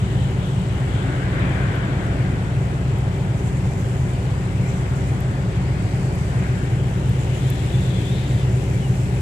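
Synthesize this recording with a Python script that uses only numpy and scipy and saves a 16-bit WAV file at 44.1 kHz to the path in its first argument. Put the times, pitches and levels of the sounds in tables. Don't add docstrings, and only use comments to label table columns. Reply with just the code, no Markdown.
import sys
import numpy as np
from scipy import signal
from scipy.fft import rfft, irfft, next_fast_len
from scipy.io import wavfile
from scipy.ndimage import uniform_filter1d

SR = 44100
rng = np.random.default_rng(int(sys.argv[2]) if len(sys.argv) > 2 else 0)


def to_wav(sig):
    pcm = np.clip(np.atleast_2d(sig), -1, 1) * 32767
    pcm = np.round(pcm).astype(np.int16)
    wavfile.write(sys.argv[1], SR, pcm.T)


N = 406161
TIME = np.arange(N) / SR


def diesel(orders, cycle_hz, level_db, drift, waver_db, boom_db=7.0, boom_hz=123, boom_width_hz=9,
           left_db=0.3, smear_cycles=0.27):
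    cycles = cycle_hz * np.cumsum(1 + drift * wander(0.718)) / SR + rng.random()
    turn = turned()
    out = np.zeros((2, N))
    for order, db in orders:
        hz = order * cycle_hz
        near_boom = np.exp(-((hz - boom_hz) / boom_width_hz) ** 2)
        boost_db = boom_db * (turn - turn.mean()) * near_boom
        gain = amp(level_db + db + boost_db + waver_db * wander(1.475))
        phase = 2 * np.pi * (order * cycles + smear_cycles * rng.standard_normal())
        skew = np.arccos(np.clip(read(LIKENESS, hz), -1, 1)) * rng.normal(1.0, 0.87)
        out += gain * np.array([np.sin(phase), np.sin(phase + skew)])
    return np.sqrt(2) * out * amp([[left_db], [-left_db]])


# (multiple of the working cycle, relative level [dB])
MAIN_ORDERS = [(6, -49), (9, -41), (10, -41), (11, -43), (13, -34), (14, -35), (15, -31), (16, -43),
               (17, -39), (18, -26), (19, -40), (20, -49), (21, -33), (22, -44), (24, -39), (25, -41),
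               (26, -37), (27, -47), (28, -54), (30, -53), (44, -53), (49, -57), (50, -56), (51, -56),
               (54, -47), (57, -58), (81, -62), (96, -60)]
SECOND_ORDERS = [(6, -51), (9, -36), (11, -45), (12, -33), (14, -39), (15, -38), (18, -38), (19, -39),
                 (20, -38), (21, -35), (22, -48), (23, -45), (24, -36), (25, -47), (29, -50), (30, -50),
                 (33, -38), (34, -52), (38, -52), (46, -53), (52, -50)]
GENERATOR_ORDERS = [(4, -43), (5, -48), (8, -33), (9, -39), (12, -40), (14, -49), (24, -51), (25, -46),
                    (26, -49), (27, -54), (28, -51), (29, -57), (30, -59), (31, -59), (32, -54), (33, -55),
                    (34, -59), (35, -58), (36, -52), (38, -61), (39, -58), (40, -62), (47, -63), (49, -62),
                    (52, -63), (60, -63)]
MAIN_HZ, SECOND_HZ, GENERATOR_HZ = 7.2098, 5.5268, 15.1202


def engines():
    out = diesel(MAIN_ORDERS, MAIN_HZ, level_db=0.1, drift=.0004, waver_db=.5, smear_cycles=.16)
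    out += diesel(SECOND_ORDERS, SECOND_HZ, level_db=0.4, drift=.0003, waver_db=.7)
    out += diesel(GENERATOR_ORDERS, GENERATOR_HZ, level_db=1.3, drift=.0003, waver_db=.6)
    return out


# (frequency [Hz], left level [dB rms], right level [dB rms])
FAINT_TONES = [(2509, -62, -72), (13160, -100, -74)]


def faint_tones():
    out = np.zeros((2, N))
    for hz, left_db, right_db in FAINT_TONES:
        cycles = np.cumsum(hz * (1 + 0.0026 * wander(12))) / SR
        out += amp([[left_db], [right_db]]) * np.sqrt(2) * np.sin(2 * np.pi * cycles)
    return out


# (frequency [Hz], left density [dB/Hz], right density [dB/Hz])
ROAR_COLOUR = [(15, -92, -91), (35, -83, -77), (80, -57, -52), (115, -56, -55), (130, -45.5, -50),
               (143, -54, -59), (157, -48, -58), (170, -56.5, -59), (201, -54.5, -58.5), (280, -58, -59),
               (358, -58.5, -61.5), (466, -64.5, -68), (780, -66, -65.5), (948, -69, -71),
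               (1310, -79.5, -75.5), (3000, -105, -105), (9000, -140, -140)]


def roar():
    return rush(ROAR_COLOUR, patchy_db=0.5)


# (frequency [Hz], left density [dB/Hz], right density [dB/Hz])
WASH_COLOUR = [(100, -110, -110), (400, -91, -75), (900, -75.5, -76.5), (1310, -69.5, -73.5),
               (1590, -70, -72.5), (2040, -70, -75.5), (2480, -73, -82), (3200, -77, -87), (3850, -81, -92),
               (5170, -85.5, -100), (6200, -93, -98), (9000, -110, -110), (14000, -130, -130)]
SURGE_COLOUR = [(60, -100, -100), (150, -76, -82), (284, -51.5, -52.5), (410, -62, -68), (696, -61.5, -67),
                (895, -75, -79), (1270, -68.5, -68.5), (1520, -59.5, -71), (1900, -70, -65),
                (2200, -65, -74), (2680, -78, -81), (3560, -79, -90), (5000, -96, -100), (9000, -135, -135)]
HISS_COLOUR = [(1980, -115, -125), (2660, -75, -98), (3020, -70, -92), (3350, -75.5, -93), (4070, -83, -88),
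               (5500, -105, -110), (9000, -140, -140)]
# (start [s], length [s], crest gain [dB])
WAVES = [(.68, 2.14, 0.5), (1.31, 0.18, -2), (4.3, 2.3, -15.5), (6.17, 0.71, -5.5), (7.0, 1.3, -17)]
# (start [s], length [s], crest gain [dB])
HISSES = [(-1.04, 4.25, -1), (-1, 2.1, -6), (3.5, 1.8, -8), (5.5, 4, -7)]
WASH_DB, ROLL_DB, ROLL_PERIOD_S, ROLL_CREST_S = -0.48, 0.44, 2.76, 5.04


def water():
    roll = np.cos(2 * np.pi * (TIME - ROLL_CREST_S) / ROLL_PERIOD_S)
    wash = rush(WASH_COLOUR, patchy_db=1.1) * amp(WASH_DB + ROLL_DB * roll)
    waves = rush(SURGE_COLOUR, patchy_db=1.4) * swells(WAVES)
    hiss = rush(HISS_COLOUR, patchy_db=2.0) * swells(HISSES)
    return wash + waves + hiss


# (start [s], length [s], first frequency [Hz], last frequency [Hz], width [Hz],
#                 left level before swell [dB rms], right level before swell [dB rms])
HOLLOWS = [(.36, .24, 3480, 3530, 500, -46, -60), (.86, 0.28, 3290, 3390, 700, -42, -56),
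           (.92, 0.176, 1380, 1450, 400, -38, -50), (1.3, .7, 1565, 1620, 620, -35.5, -49),
           (1.22, .8, 1088, 1030, 230, -40, -45), (1.3, .85, 3043, 3293, 800, -44.5, -59),
           (2.6, 1.3, 3200, 3350, 600, -51, -62), (1.38, 0.118, 1700, 1893, 1400, -34, -38),
           (1.97, 0.1, 1484, 1570, 260, -34, -48), (1.3, .6, 2367, 2280, 330, -39.5, -46),
           (1.35, 0.14, 3150, 3310, 900, -45, -54), (1.35, 1.3, 799.5, 719, 350, -42, -44),
           (2.2, 0.53, 1463, 1440, 180, -47, -56), (2.6, 1.4, 782, 873, 280, -44, -49),
           (4.57, 0.274, 2177, 2244, 450, -40, -48), (5.3, 1.7, 4510, 4760, 900, -52.5, -57),
           (5.4, 1.14, 2050, 2216, 600, -45, -51), (6.25, 0.45, 2160, 2320, 800, -48.5, -54),
           (6.52, 0.19, 1594, 1645, 400, -40, -54), (7.2, 1.6, 1682, 1800, 500, -48, -51)]


def churn():
    return gliding_bands(HOLLOWS)


# (frequency [Hz], left density [dB/Hz], right density [dB/Hz])
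FIZZ_COLOUR = [(2500, -115, -105), (4500, -104, -91), (6280, -99, -84), (7690, -99.5, -78.5),
               (8900, -104, -86), (11430, -109, -93.5), (13000, -116, -100), (14200, -118, -100)]
SPIT_COLOUR = [(3500, -120, -110), (5500, -108, -93), (6730, -101, -84.5), (7500, -101, -83.5),
               (9000, -107, -95), (12000, -116, -100), (14200, -125, -112)]
# (start [s], length [s], crest level re steady fizz [dB], added as power)
FOAM_SHEETS = [(-.4, 2.6, -2), (3.25, 1.7, -1), (4.5, 1.1, -1), (5.65, 1.27, 0.5), (7.0, 1.8, -3),
               (8.0, 2.2, -7)]
# (middle [s], relative level [dB])
SPITS = [(2.64, 4), (3.39, 7), (3.47, 9), (3.8, 9), (4.69, 8), (4.78, 5), (4.97, 3), (7.22, 5), (7.37, 6)]
FIZZ_DB, SPIT_S = -3, 0.026


def foam(bursts_per_s=230, burst_db=-8, flicker_db=0.58):
    sizes = amp(3.2 * np.minimum(rng.exponential(1, (2, N)), 3.2))
    signs = rng.choice([-1, 1], (2, N))
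    happens = rng.random((2, N)) < bursts_per_s / SR
    bursts = evened(sizes * signs * happens)
    ticks = amp(burst_db) * np.sqrt(SR / 2) * tinted(bursts, FIZZ_COLOUR)
    fizz = rush(FIZZ_COLOUR, patchy_db=0.9) + ticks
    sheets = fizz * np.sqrt(1 + swells(FOAM_SHEETS) ** 2)
    spit_power = sum(amp(db) ** 2 * np.exp(-((TIME - s) / SPIT_S) ** 2) for s, db in SPITS)
    spits = rush(SPIT_COLOUR, patchy_db=3.0) * np.sqrt(spit_power)
    return (sheets + spits) * amp(FIZZ_DB + flicker_db * wander(20))


# (start [s], length [s], delay from one partial to the next [s])
SQUEALS = [(7.38, .28, 0), (8.0, .47, .02)]
# (multiple of the pitch, first push level [dB rms], second push level [dB rms])
SQUEAL_PARTIALS = [(12, -48.5, -46.5), (13, -45.5, -42.5), (14, -54, -44), (15, -50, -52), (16, -58, -52),
                   (17, -63, -55), (18, -70, -59)]
# (start [s], length [s], first frequency [Hz], last frequency [Hz], width [Hz],
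#              left level before swell [dB rms], right level before swell [dB rms])
SQUEAL_RASP = [(7.1, 1.55, 3550, 3680, 750, -46.3, -57), (7.65, .95, 4250, 4400, 900, -52, -58),
               (7.64, .34, 3470, 3470, 40, -47.5, -58), (7.62, .5, 3720, 3650, 400, -48, -59),
               (7.86, .34, 3380, 3500, 170, -41, -52), (7.92, .25, 3180, 3225, 90, -45.5, -56),
               (7.97, .1, 2600, 2400, 250, -43, -54)]
SQUEAL_HZ = 266.9
SQUEAL_ATTACK_S, SQUEAL_RELEASE_S, SQUEAL_SAG_DB_PER_S = .07, .05, 17


def squeal(jitter=.0012, waver_db=1.8, rough=.4, rough_hz=34, right_db=-11):
    cycles = np.cumsum(SQUEAL_HZ * (1 + jitter * wander(18))) / SR
    slow = signal.butter(2, rough_hz, fs=SR, output="sos")
    buzz = np.zeros(N)
    for rank, (multiple, *levels) in enumerate(SQUEAL_PARTIALS):
        gain = np.zeros(N)
        for (start, length, delay), db in zip(SQUEALS, levels):
            age = np.clip(TIME - start - rank * delay, 0, length)
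            attack = np.minimum(age / SQUEAL_ATTACK_S, 1)
            release = np.clip((start + length - TIME) / SQUEAL_RELEASE_S, 0, 1)
            gain += attack * release * amp(db - SQUEAL_SAG_DB_PER_S * age)
        along, across = rough * evened(signal.sosfilt(slow, rng.standard_normal((2, N))))
        phase = 2 * np.pi * (multiple * cycles + rng.random())
        partial = (1 + along) * np.sin(phase) + across * np.cos(phase)
        buzz += gain * evened(amp(waver_db * wander(12)) * partial)
    return buzz * amp([[0], [right_db]]) + gliding_bands(SQUEAL_RASP)


# (time [s], relative peak level [dB])
DROPS = [(1.7574, -32), (2.9856, -28.5), (5.2057, -26), (6.1549, -30), (7.0943, -30), (7.5022, -15.5)]


def spray(level_db=-.7, left_db=-15, decay_s=.0006):
    t = np.arange(400) / SR
    out = np.zeros(N)
    bright = signal.butter(4, [7000, 14500], "bandpass", fs=SR, output="sos")
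    for s, db in DROPS:
        tick = signal.sosfilt(bright, rng.standard_normal(len(t)) * np.exp(-t / decay_s))
        out[round(s * SR):][:len(t)] += amp(db + level_db) * tick / abs(tick).max()
    return out * amp([[left_db], [0]])


PEEP_START_S, PEEP_LENGTH_S, PEEP_DB, PEEP_HZ, PEEP_FALL_HZ = 8.797, .105, -41, 3040, 520


def bird(right_db=-11):
    age = np.clip((TIME - PEEP_START_S) / PEEP_LENGTH_S, 0, 1)
    whistle = np.sin(2 * np.pi * np.cumsum(PEEP_HZ - PEEP_FALL_HZ * age ** 2) / SR)
    return evened(whistle) * np.sin(np.pi * age) ** 2 * amp(PEEP_DB) * amp([[0], [right_db]])


# (frequency [Hz], left-right likeness [0-1])
LIKENESS = [(60, 0.97), (150, 1), (300, 0.93), (630, 0.72), (1300, 0.41), (2000, 0.49), (3000, 0.0044),
            (7000, 0)]
# (frequency [Hz], lag [rad])
PORT_LAG = [(30, 0.17), (300, 0.34), (780, 0.85), (1100, 1.7), (1460, 4.23), (1750, 4.3), (2240, 5.17)]


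def rush(colour, patchy_db):
    hz, _, z = signal.stft(rng.standard_normal((2, N)), SR, nperseg=2048, noverlap=1536)
    same = np.clip(read(LIKENESS, hz), -1, 1)[:, None]
    lag = np.exp(1j * read(PORT_LAG, hz))[:, None]
    z[1] = same * z[0] * lag + np.sqrt(1 - same ** 2) * z[1]
    patches = uniform_filter1d(rng.standard_normal(z.shape[1:]), size=24, axis=0)
    patches = evened(uniform_filter1d(patches, size=8, axis=1))
    level_db = np.array([read(colour, hz, 1), read(colour, hz, 2)])[:, :, None] + patchy_db * patches
    noise = signal.istft(z * amp(level_db), nperseg=2048, noverlap=1536)[1][:, :N]
    return np.sqrt(SR / 2) * noise


def gliding_bands(rows):
    out = np.zeros((2, N))
    for start, length, from_hz, to_hz, width_hz, left_db, right_db in rows:
        first = round(start * SR)
        age = (TIME[first:][:round(length * SR)] - start) / length
        noise = rng.standard_normal((2, 2, len(age)))
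        narrow = signal.butter(2, width_hz / 2, fs=SR, output="sos")
        fuzz = signal.sosfilt(narrow, noise[0] + 1j * noise[1])
        cycles = np.cumsum(from_hz + (to_hz - from_hz) * age) / SR
        band = (fuzz * np.exp(2j * np.pi * cycles)).real
        out[:, first:first + len(age)] += evened(band) * swell(age) * amp([[left_db], [right_db]])
    return out


SWELL_SKEW, SWELL_POWER = 0.71, 1.25


def swell(age):
    return abs(np.sin(np.pi * np.clip(age, 0, 1) ** SWELL_SKEW)) ** SWELL_POWER


def swells(rows):
    return np.sqrt(sum((amp(db) * swell((TIME - start) / length)) ** 2 for start, length, db in rows))


TURN_START_S, TURN_LENGTH_S, TURN_SHARE = 6, 1.97, 0.73
DRIFT_START_S, DRIFT_LENGTH_S, DRIFT_SHARE = 1.4, 1.7, .08


def turned():
    drift = DRIFT_SHARE * eased(DRIFT_START_S, DRIFT_LENGTH_S)
    return np.clip(drift + TURN_SHARE * eased(TURN_START_S, TURN_LENGTH_S), 0, 1)


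def eased(start, length):
    return np.sin(np.pi / 2 * np.clip((TIME - start) / length, 0, 1)) ** 2


def tinted(x, colour):
    size = next_fast_len(N)
    hz = np.fft.rfftfreq(size, 1 / SR)
    gain = amp([read(colour, hz, 1), read(colour, hz, 2)])
    return irfft(rfft(x, size) * gain, size)[:, :N]


def wander(rate_hz):
    t = np.linspace(0, TIME[-1], 400)
    rates_hz = rate_hz * np.geomspace(.1, 1, 10)
    slow = sum(np.sin(2 * np.pi * (f * t + rng.random())) for f in rates_hz)
    return np.interp(TIME, t, evened(slow))


def read(rows, hz, column=1):
    rows = np.array(rows, float)
    return np.interp(np.log(hz + 1), np.log(rows[:, 0] + 1), rows[:, column])


def evened(x):
    return x / np.sqrt(np.mean(x ** 2) + 1e-20)


def amp(db):
    return 10 ** (np.asarray(db) / 20)


# (frequency [Hz], left gain [dB], right gain [dB])
TURN_COLOUR = [(150, -6, -2), (368, 4, 2.5), (600, 2, -2.5), (1200, -3, -4.5), (1800, -1, -0.5),
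               (2500, 3, 1.5), (4840, 1, 6), (8350, 9.5, 2.5), (10500, -13, 6.5), (14000, -10, 7)]


def scene():
    around = roar() + water() + foam()
    turn = turned()
    around = (1 - turn) * around + turn * tinted(around, TURN_COLOUR)
    return engines() + faint_tones() + around + churn() + squeal() + spray() + bird()


EDGE_HZ = 14700


def record(dry):
    lowpass = signal.firwin(511, EDGE_HZ, window=("kaiser", 9), fs=SR)
    return signal.oaconvolve(dry, lowpass[None], "same")


dry = scene()
out = record(dry)
to_wav(out)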